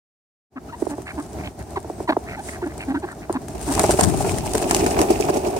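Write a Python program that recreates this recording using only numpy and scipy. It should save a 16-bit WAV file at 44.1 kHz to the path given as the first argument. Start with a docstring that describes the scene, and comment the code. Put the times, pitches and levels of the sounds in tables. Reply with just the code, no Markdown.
"""Ducks, feeding with pigeons on dry grass right beside the microphone, a little to its right, call softly.
Pulsed throats grunt, plunging tones cluck, gliding whistles squeak and runs of chirps chatter; noise snaps
make bills and feet tick in the stalks, and a thin tone is a small bird whistling once, far off.
Then the flock bolts in three waves: shaped noise puffs and claps from the wings, rustles from feathers
and grass, and buffets the microphone with downdraught."""
import sys
import numpy as np
from scipy import signal
from scipy.fft import rfft, irfft
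from scipy.io import wavfile

SR = 44100
rng = np.random.default_rng(int(sys.argv[2]) if len(sys.argv) > 2 else 0)


def int16_out(signal):
    """Quantize to a 16-bit WAV file."""
    q = np.round(np.clip(np.atleast_2d(signal).T, -1, 1) * 32767)
    wavfile.write(sys.argv[1], SR, q.astype(np.int16))


N = 246519
T = np.arange(N) / SR  # time [s]

# Levels in the tables are relative: the layers and the microphone scale them further.
# Outdoor background: (frequency [Hz], level [dB])
AIR_SPECTRUM = [(25, -30), (65, 3.5), (190, -5), (400, -1.5), (760, -6.5), (1150, -21.5), (2200, -29),
                (3200, -35), (6000, -30), (15000, -40.5)]
# One far whistle: (time [s], length [s])
FAR_WHISTLE = (1.89, 0.19)
# Likeness of the left and right ports: (frequency [Hz], likeness [0-1])
PORT_LIKENESS = [(50, 0.98), (350, 0.87), (700, 0.83), (1100, 0.1), (2500, 0.45), (6000, 0.023)]
# Dry grass: (frequency [Hz], level [dB])
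GRASS_SPECTRUM = [(1000, 3), (2400, -8.5), (3400, -8), (5600, -3.5), (7900, 1), (8500, 5), (10000, -2.5),
                  (12000, -12), (16000, -16)]
# A bird shuffles in the grass: (time of the height [s], rise [s], fall [s], level [dB])
SCUFFLES = [(0.81, 0.034, 0.2, -46), (1.19, 0.027, 0.21, -48.5)]
# The sharpest pecks and snapping stalks: (time [s], level [dB])
PECKS = [(1.0185, -31), (1.706, -33.5), (2.7785, -28), (3.326, -22.5), (3.483, -24.5)]
# A bird slides its feathers: (time of the height [s], half length [s], level [dB])
RUFFLE = (2.49, 0.063, -36.5)
# The flock leaves in three waves: (time of the height [s], rise [s], fall before each layer's linger [s],
# downdraught level [dB], wing rush level [dB], feather swish level [dB], grass rustle level [dB])
WAVES = [(3.77, 0.12, 0.73, -25, -24, -38.5, -28), (4.28, 0.081, 0.26, -25.5, -33, -38.5, -49),
         (4.8, 0.2, 0.65, -26, -19.5, -33.5, -39)]
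# Path of the flock, ending on the right: (time [s], left over right in the treble [dB], left port delay [ms])
FLOCK_PATH = [(3.9, 1, -0.097), (4.3, -2.5, -0.12), (4.8, 1.5, 0.281), (5.5, -11.5, 0.31)]
# Downdraught on the microphone: (frequency [Hz], level [dB])
DRAUGHT_SPECTRUM = [(20, -19), (55, 2.5), (110, -3), (400, -8.5), (1000, -39)]
# Hollow rush of wings: (frequency [Hz], level [dB])
RUSH_SPECTRUM = [(120, -21), (260, -2.5), (370, 5.5), (780, -1), (1000, -13), (1300, -21), (2400, -30),
                 (5000, -34.5)]
# Feather swish: (frequency [Hz], level [dB])
FEATHER_SPECTRUM = [(200, 15), (750, 8.5), (1500, -6.5), (2600, 5), (3500, -5.5), (5500, 3), (8600, 4),
                    (11000, -2.5), (16000, -12)]
# Dull flap of a wing: (frequency [Hz], level [dB])
FLAP_SPECTRUM = [(250, -3), (800, 5.5), (1250, -6.5), (2300, -13.5), (3500, -27), (16000, -32)]
# Downstrokes of the nearest birds: (time [s], level [dB], pitch of the puff [Hz])
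STROKES = [(3.549, -21, 450.8), (3.801, -11.5, 347), (3.838, -5.5, 786), (3.891, -3.5, 690),
           (3.936, -9, 404), (3.99, -4, 755), (4.14, -15, 725), (4.245, -15, 400), (4.546, -6, 324),
           (4.616, -14, 388), (4.655, -16.5, 705), (4.838, -9, 320), (4.862, -7.5, 300),
           (4.988, -9.5, 351.6), (5.003, -5, 383), (5.103, -2, 369), (5.199, -6, 354.8), (5.294, -5.5, 397),
           (5.367, -9.5, 390), (5.468, -11, 376), (5.563, -10, 396)]
# Rough flaps of wings brushing past other birds: (time [s], level [dB])
FLAPS = [(3.776, -14), (3.796, -10.5), (3.839, -13), (3.988, -12), (4.008, -11), (4.245, -17),
         (4.549, -17.5), (4.709, -11), (4.861, -13), (4.965, -14), (4.987, -10.5), (5.285, -13)]
# The loudest wing-tip claps: (time [s], level [dB])
CLAPS = [(3.7502, -13), (3.7935, -4), (3.9078, -7), (4.0089, -4), (4.3835, -16), (4.5344, -14.5),
         (4.5512, -12.5), (4.5787, -12.5), (4.7096, -5), (4.7464, -4), (4.7648, -10), (4.8638, -11),
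         (4.9911, -12), (5.015, -8.5), (5.2087, -14.5)]
# Which side the calling ducks are on: (time [s], left over right [dB])
DUCK_BEARING = [(0.79, 2), (0.87, -16), (0.89, -2), (3.5, 0)]
# Duck throat: (frequency [Hz], level [dB])
THROAT = [(250, -45), (480, 1.5), (680, 7.5), (1250, -6.5), (1600, 2), (2000, -9.5), (2500, -12),
          (3200, -20), (4300, -10), (5000, -26), (12000, -31)]
# Feeding chatter: (time [s], length [s], level [dB], centre pitch before the arch [Hz])
CHATTER = [(1.053, 0.075, -33, 1888), (1.38, 0.046, -42.5, 1830), (1.425, 0.069, -38, 2214),
           (1.582, 0.052, -45.5, 1744), (2.256, 0.12, -35.5, 1903), (2.517, 0.06, -37.5, 1813),
           (2.691, 0.04, -43, 1760), (2.787, 0.062, -34.5, 2210), (3.062, 0.084, -36, 1500),
           (3.213, 0.05, -43, 1910)]
# Squeaks, alone or leading into a grunt: (time [s], length [s], level [dB], pitch before the swoop [Hz])
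SQUEAKS = [(0.679, 0.037, -41.5, 1393), (0.718, 0.041, -33, 998), (1.756, 0.019, -26, 1072),
           (2.073, 0.024, -23.5, 1053), (2.364, 0.057, -31, 866), (2.614, 0.019, -31.5, 987),
           (2.942, 0.0214, -27, 1025), (3.017, 0.043, -31.5, 904), (3.334, 0.024, -31, 965)]
# Clucks: (time [s], level [dB], starting pitch [Hz])
CLUCKS = [(0.821, -8.5, 760), (0.867, -16, 1180), (.981, -17, 1220), (1.845, -20, 1120),
          (1.898, -15.5, 1210), (2.002, -14, 1150), (2.166, -6, 1395), (3.295, -10, 1370)]
# Low duck grunts: (time [s], length [s], level [dB], pitch before the dip [Hz],
# rasp against the fundamental [dB], mouth resonance mid-call [Hz])
GRUNTS = [(0.553, 0.042, -31, 280, -10, 1170), (0.879, 0.084, -28, 306.6, -11.5, 780),
          (1.162, 0.064, -25.5, 308.4, -13.5, 990), (1.767, 0.02, -20.5, 376, -5.5, 850),
          (2.083, 0.034, -14, 331.7, -2, 680), (2.118, 0.019, -21.5, 275.4, -2, 990),
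          (2.483, 0.015, -27.5, 332, 3, 1900), (2.619, 0.037, -22.5, 375, -17.5, 1370),
          (2.648, 0.043, -24.5, 325, -14, 740), (2.865, 0.075, -20.5, 287, -15, 676),
          (2.932, 0.0584, -20, 302.7, -16.5, 1390), (3.028, 0.034, -24.5, 373.4, -14.5, 910),
          (3.297, 0.017, -17, 338, -19, 1060), (3.347, 0.034, -19.5, 275.5, -11, 1050),
          (3.664, 0.077, -21.5, 293.8, -12, 740)]


def amp(db):
    """Decibels to gain."""
    return 10 ** (np.asarray(db) / 20)


def unit(x):
    """Scales to rms 1."""
    return x / np.sqrt(np.mean(x ** 2) + 1e-20)


def read(points, hz):
    """Reads a spectrum table on a log-frequency axis."""
    f, value = np.transpose(points)
    return np.interp(np.log(hz + 1), np.log(f + 1), value)


def add(mix, s, sound):
    """Mixes a sound in at time s [s]."""
    part = mix[..., round(s * SR):][..., :sound.shape[-1]]
    part += sound[..., :part.shape[-1]]


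def colour(x, spectrum):
    """Filters by a spectrum table without shifting phase."""
    gain = amp(read(spectrum, np.fft.rfftfreq(x.shape[-1], 1 / SR)))
    return irfft(rfft(x) * gain, x.shape[-1])


def ring(x, spectrum):
    """Causal minimum-phase filter: each pulse rings on after it strikes."""
    log_gain = np.log(amp(read(spectrum, abs(np.fft.fftfreq(2048, 1 / SR)))))
    response = np.fft.ifft(np.exp(np.conj(signal.hilbert(log_gain)))).real
    return signal.fftconvolve(x, response)[:len(x)]


def resonate(x, hz, width):
    """A resonance of the given width [Hz] that follows the curve hz."""
    turn = np.exp(2j * np.pi * np.cumsum(hz) / SR)
    r = np.exp(-np.pi * width / SR)
    centred = signal.lfilter([1], [1, -2 * r, r * r], x / turn)
    return unit((turn * centred).real)


def noise(spectrum, size=N):
    """Coloured noise at two ports, alike in the bass and nearly unrelated at the top of the treble."""
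    a, b = rfft(rng.standard_normal((2, size)))
    same = np.clip(read(PORT_LIKENESS, np.fft.rfftfreq(size, 1 / SR)), 0, 1)
    ports = irfft([a, same * a + np.sqrt(1 - same ** 2) * b], size)
    return unit(colour(ports, spectrum))


def wander(hz, size=N):
    """Random drift of about rms 1, moving up to about hz times a second."""
    knots = rng.standard_normal(8192)
    return 1.2 * np.interp(np.arange(size) / SR * hz * 2, np.arange(len(knots)), knots)


def arch(u):
    """Rises and falls once as u goes from 0 to 1; zero on average."""
    return np.sin(np.pi * u) - 2 / np.pi


def syllable(length, edge):
    """Time [s], progress 0-1 and a soft-edged envelope for one call."""
    t = np.arange(max(round(length * SR), 64)) / SR
    return t, t / t[-1], signal.windows.tukey(len(t), min(edge, 1))


def burst(sound, envelope):
    """Shapes a noise, with rms 1 at the top of the envelope."""
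    return unit(sound * envelope) / unit(envelope).max()


def swell(rows, level_column, linger=1):
    """Surges that build quickly and die away, added in power; linger stretches their fall."""
    power = np.zeros(N)
    for row in rows:
        s, rise, fall = row[:3]
        before = abs((T - s) / rise) ** 1.17
        after = (T - s) / (fall * linger)
        power += (amp(row[level_column]) * np.exp(-np.where(T < s, before, after))) ** 2
    return np.sqrt(power)


def sprinkle(start, end, per_s, db, spread_db):
    """Rows (time [s], level [dB]) of small events, one at a random moment in each equal slot."""
    place, size = rng.random((64, 2)).T
    times = start + (np.arange(len(place)) + place) / per_s
    levels = db + spread_db * (2 * size - 1)
    return [(s, d) for s, d in zip(times, levels) if s < end]


def snaps(rows, spectrum, decay, tail_db, tail):
    """Sharp noise cracks of wing or bill, each with a short scraping tail (decays [s])."""
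    out, t = np.zeros((2, N)), np.arange(2048) / SR
    attack = (1 - np.exp(-t / 0.00086)) ** 2
    envelope = attack * (np.exp(-t / decay) + amp(tail_db) * np.exp(-t / tail))
    for s, db in rows:
        add(out, s, amp(db - 3.0) * burst(noise(spectrum, size=len(t)), envelope))
    return out


def outdoor_air(db=-34.5, from_s=0.5, rise_s=0.2):
    """The outdoor background: coloured noise that fades in and wavers in level."""
    fade = np.clip((T - from_s) / rise_s, 0, 1)
    return amp(db) * fade * noise(AIR_SPECTRUM) * amp(2.2 * wander(14))


def songbird(db=-58, hz=8220, waver=0.0081):
    """One thin, high whistle from a small bird far off: a sine of slightly wavering pitch."""
    out, (s, length) = np.zeros(N), FAR_WHISTLE
    t, _, envelope = syllable(length, 0.62)
    phase = 2 * np.pi * np.cumsum(hz * (1 + waver * wander(310, len(t)))) / SR
    add(out, s, amp(db) * envelope * unit(np.sin(phase)))
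    return out


def rustle(per_s=400, spread_db=5.0, smooth_db=0, decay_s=0.00095):
    """Dry stalks: many tiny snaps of uneven size over a smooth swish."""
    size = amp(spread_db * np.minimum(rng.exponential(1, N), 4)) * (rng.random(N) < per_s / SR)
    power = signal.lfilter([1], [1, -np.exp(-1 / (decay_s * SR))], size ** 2)
    return unit(noise(GRASS_SPECTRUM) * (unit(np.sqrt(power)) + amp(smooth_db)))


def grass(stir_db=-55, stir_from_s=0.81, stir_rise_s=0.13):
    """Feet and bills keep stirring the stalks; scuffles and the take-off waves swell the rustle."""
    stir = amp(stir_db) * np.exp(-(np.minimum(T - stir_from_s, 0) / stir_rise_s) ** 2)
    scuffles = swell(SCUFFLES, level_column=3)
    take_off = swell(WAVES, level_column=6, linger=1.1)
    trampling = np.sqrt(stir ** 2 + scuffles ** 2 + take_off ** 2)
    return trampling * rustle() * amp(3.8 * wander(25))


def pecks():
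    """Bills and snapping stalks tick: the sharpest at set times, fainter ones at random."""
    faint = sprinkle(0.98, 3.65, per_s=4, db=-36.5, spread_db=2.5)
    return snaps(list(PECKS) + faint, GRASS_SPECTRUM, decay=0.00097, tail_db=-24.5, tail=0.0095)


def ruffle():
    """One smooth, bright swish of noise as feather slides over feather."""
    s, half, db = RUFFLE
    return amp(db) * np.exp(-((T - s) / half) ** 2) * noise(GRASS_SPECTRUM)


def gust(s=4.02, db=-12, decay=0.088, eddy_db=-11, eddy_decay=0.54):
    """One bird's wake hits the left port alone and leaves eddies behind (decays [s])."""
    t = np.maximum(T - s, 0)
    envelope = np.minimum(t / 0.0023, 1) * (np.exp(-t / decay) + amp(eddy_db) * np.exp(-t / eddy_decay))
    buffet = noise([(35, -40), (85, 2.5), (250, -6.0), (700, -12.0), (3000, -57)])
    return amp(db) * envelope * buffet * [[1], [0]]


def downdraught(eddy_db=2):
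    """Air shoved down by the wings buffets each port with its own eddies."""
    eddies = amp(eddy_db * np.array([wander(20), wander(14)]))
    return swell(WAVES, level_column=3, linger=0.96) * noise(DRAUGHT_SPECTRUM) * unit(eddies)


def wing_rush():
    """The rush of many wings: hollow noise that throbs at random."""
    return swell(WAVES, level_column=4, linger=1.84) * noise(RUSH_SPECTRUM) * amp(2 * wander(28))


def crackle(per_s=320, spread_db=5.0, low_hz=2000, high_hz=10000, decay=0.0011):
    """Single quills and stalks snapping: decaying noise grains rung in ten colours."""
    out, t = np.zeros((2, N)), np.arange(512) / SR
    centres = np.geomspace(low_hz, high_hz, 10)
    for hz in centres:
        struck = rng.random(N) < per_s / len(centres) / SR
        size = amp(spread_db * np.minimum(rng.exponential(1, N), 3)) * struck
        for port in out:
            grain = rng.standard_normal(len(t)) * np.exp(-t / decay)
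            snap = resonate(grain, np.full(len(t), hz), hz)
            port += signal.oaconvolve(size, snap)[:N]
    return unit(colour(out, FEATHER_SPECTRUM))


def flutter(low_hz=1500, high_hz=8000, focus_db=7, rattle_db=5.0, quill_db=0, count=4,
            beats_per_s=9, fade_db=22):
    """Birds beat out of step; each downstroke rattles vanes and quills in its own colour, then fades."""
    out = np.zeros((2, N))
    for hz in np.geomspace(low_hz, high_hz, count):
        pace = beats_per_s * (1 + wander(1.993) / 10)
        cycle = (np.cumsum(pace) / SR + rng.random()) % 1
        beat = np.minimum(cycle * 10, 1) * amp(2 * wander(beats_per_s) - fade_db * cycle)
        vanes = unit(noise(FEATHER_SPECTRUM) * amp(rattle_db * wander(260)))
        focus = [(f, -focus_db * abs(np.log2(f / hz))) for f, _ in FEATHER_SPECTRUM]  # dB per octave
        out += colour(beat * (vanes + amp(quill_db) * crackle()), focus)
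    return unit(out)


def strokes(length=0.0032, focus_db=7, swish_db=-17, far_hz=640, far_octaves=0.59, far_db=-16.5):
    """Downstrokes shove out hollow puffs of air while feathers swish; farther birds beat at random."""
    out, t = np.zeros((2, N)), np.arange(4096) / SR
    envelope = t ** 2 * np.exp(-t / length)
    far = [(s, db, far_hz * 2 ** (far_octaves * (2 * rng.random() - 1)))
           for s, db in sprinkle(4.05, 5.59, per_s=10, db=far_db, spread_db=5.5)]
    for s, db, hz in list(STROKES) + far:
        body = [(f, d - focus_db * abs(np.log2(f / hz))) for f, d in RUSH_SPECTRUM]
        puff = noise(body, size=len(t)) + amp(swish_db) * noise(FEATHER_SPECTRUM, size=len(t))
        add(out, s - .002, amp(db - 4.0) * burst(puff, envelope))
    return out


def wing_claps(aloft_s=4.495, whip_db=-2, clap_db=1):
    """At first the wing tips whip the grass, later they meet each other: noise cracks change colour."""
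    aloft = np.clip((T - aloft_s) / 0.33, 0, 1)
    whips = amp(whip_db) * snaps(CLAPS, GRASS_SPECTRUM, decay=0.0019, tail_db=-30, tail=0.0069)
    claps = amp(clap_db) * snaps(CLAPS, FEATHER_SPECTRUM, decay=0.00066, tail_db=-33.0, tail=0.021)
    return np.sqrt(1 - aloft) * whips + np.sqrt(aloft) * claps


def flock(flutter_db=2):
    """Wings beat out of step past the microphone; side shading and a delay at the left port place them."""
    feathers = amp(flutter_db) * swell(WAVES, level_column=5, linger=0.83) * flutter()
    treble = feathers + wing_claps()
    s, side_db, lag_ms = np.transpose(FLOCK_PATH)
    shade = amp(np.interp(T, s, side_db) * np.array([[.5], [-.5]]))  # only the treble is shaded
    flaps = snaps(FLAPS, FLAP_SPECTRUM, decay=0.0055, tail_db=-14, tail=0.024)
    left, right = downdraught() + wing_rush() + strokes() + flaps + shade * treble
    return np.array([np.interp(T - np.interp(T, s, lag_ms) / 1000, T, left), right])


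def chatter(rate=92, sweep=0.46, scatter=0.141, under_db=-5, body_db=-4, fuzz_db=-4, lift=0.293):
    """An uneven rattle of tiny rising chirps on three partials with a breathy rasp; pitch arches per run."""
    out = np.zeros(N)
    for s, length, db, hz in CHATTER:
        t, u, envelope = syllable(length, 0.54)
        cycle = np.cumsum(rate * (1 + 0.314 * wander(rate, len(t)))) / SR % 1
        centre = hz * np.exp(lift * arch(u))
        pitch = centre * np.exp(sweep * (cycle - .5) + scatter * wander(401, len(t)))
        phase = 2 * np.pi * np.cumsum(pitch) / SR
        tones = np.sin(phase) + amp(under_db) * np.sin(phase * 2 / 3) + amp(body_db) * np.sin(phase / 3)
        chirps = unit(np.sin(np.pi * cycle) ** 4 * tones * amp(2 * wander(rate, len(t))))
        breath = rng.standard_normal(len(t))
        fuzz = amp(fuzz_db) * unit(unit(ring(breath, THROAT)) + resonate(breath, centre, hz / 2))
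        add(out, s, amp(db) * envelope * unit(chirps + fuzz))
    return out


def squeaks(jitter=0.045, overtone_db=-13, sag=0.14, dip=0.32, breath_db=-12):
    """Short breathy whistles that swoop down and turn up again."""
    out = np.zeros(N)
    for s, length, db, hz in SQUEAKS:
        t, u, envelope = syllable(length, 0.79)
        pitch = hz * (1 + sag * (.5 - u) - dip * arch(u) + jitter * wander(233, len(t)))
        phase = 2 * np.pi * np.cumsum(pitch) / SR
        tone = unit(sum(amp(overtone_db * np.log2(k)) * np.sin(k * phase) for k in range(1, 5)))
        breath = unit(ring(rng.standard_normal(len(t)), THROAT))
        add(out, s, amp(db) * envelope * (tone + amp(breath_db) * breath))
    return out


def clucks(time_scale_s=0.00394, rest_hz=270, plunge=1.42, overtone_db=-22, snap_db=-23):
    """The syrinx snaps open and its pitch plunges within a few cycles."""
    out, t = np.zeros(N), np.arange(2048) / SR
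    u = t / time_scale_s
    envelope = u ** 2 * np.exp(-u * 2.19)
    envelope /= envelope.max()
    for s, db, hz in CLUCKS:
        phase = 2 * np.pi * np.cumsum(rest_hz + (hz - rest_hz) * np.exp(-u * plunge)) / SR
        overtone = amp(overtone_db) * envelope * np.sin(2 * phase)
        puff = amp(snap_db) * unit(ring(rng.standard_normal(len(t)), FLAP_SPECTRUM))  # as dull as a flap
        add(out, s, amp(db) * envelope * (np.sin(phase) + overtone + puff))
    return out


def grunts(sag=0.122, dip=0.2, jitter=0.0596, hoarse=0.54, growl=0.45, opening=0.29,
           mouth_width_hz=380, mouth_db=1, strain=0.7):
    """A strong dipping fundamental; strong and weak pulses in turn rasp through throat and opening mouth."""
    out = np.zeros(N)
    for s, length, db, hz, rasp_db, mouth_hz in GRUNTS:
        t, u, envelope = syllable(length, 0.65)
        pitch = hz * (1 + sag * (.5 - u) - dip * arch(u) + jitter * wander(197.2, len(t)))
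        turns = np.cumsum(pitch) / SR
        pulses = sum(np.cos(2 * np.pi * (k * turns + rng.random())) for k in range(2, 18))
        puffs = rng.standard_normal(len(t)) * np.exp(-(turns % 1))
        alternation = 1 + growl * np.cos(np.pi * turns)
        drive = ((1 - hoarse) * unit(pulses) + hoarse * unit(puffs)) * alternation
        mouth = resonate(drive, mouth_hz * (1 + opening * (u - .5)), mouth_width_hz)
        # quieter calls excite the top resonance less
        throat = [(f, d + (f > 4000) * strain * (db + 8.5)) for f, d in THROAT]
        rasp = unit(unit(ring(drive, throat)) + amp(mouth_db) * mouth)
        rasp *= 2 * envelope  # harshest at the height of the call
        fundamental = np.sqrt(2) * np.cos(2 * np.pi * turns)
        voice = amp(2 * wander(67.0, len(t))) * (fundamental + amp(rasp_db) * rasp)
        add(out, s, amp(db) * envelope * unit(voice))
    return out


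def nearby(x, lag=0.00016, scatter_db=-17, decay=0.028):
    """Sound reaches the left port late, its balance set by bearing; bodies and ground scatter a little."""
    t = np.arange(2048) / SR
    taps = rng.standard_normal((2, len(t))) * np.exp(-t / decay)
    echoes = signal.oaconvolve(x[None], taps / np.linalg.norm(taps[0]), axes=1)[:, :N]
    sides = amp(np.interp(T, *np.transpose(DUCK_BEARING)) * np.array([[.5], [-.5]]))
    return np.array([np.interp(T - lag, T, x), x]) * sides + amp(scatter_db) * echoes


def scene():
    """Ducks feeding close by over the outdoor background, then the take-off."""
    ground = (grass() + pecks()) * amp([[1.2], [-2.2]])  # left and right gain [dB]
    background = outdoor_air() + songbird()
    ducks = nearby(chatter() + squeaks() + clucks() + grunts())
    return background + ground + ruffle() + gust() + flock() + ducks


def record(dry, open_s=0.48, notch_hz=510, notch_q=2.84, low_cut_hz=42, edge_hz=16000):
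    """The input opens from silence; the microphone sheds rumble, has a low-mid hollow and a treble limit."""
    opened = dry * np.clip((T - open_s) / 0.047, 0, 1) ** 2
    hollow = signal.lfilter(*signal.iirnotch(notch_hz, notch_q, SR), opened)
    mic = signal.sosfilt(signal.butter(4, low_cut_hz, "high", fs=SR, output="sos"), hollow)
    band_limit = signal.firwin(255, edge_hz, window=("kaiser", 8), fs=SR)
    return signal.oaconvolve(mic, band_limit[None], "same")


dry = scene()
out = record(dry)
int16_out(out)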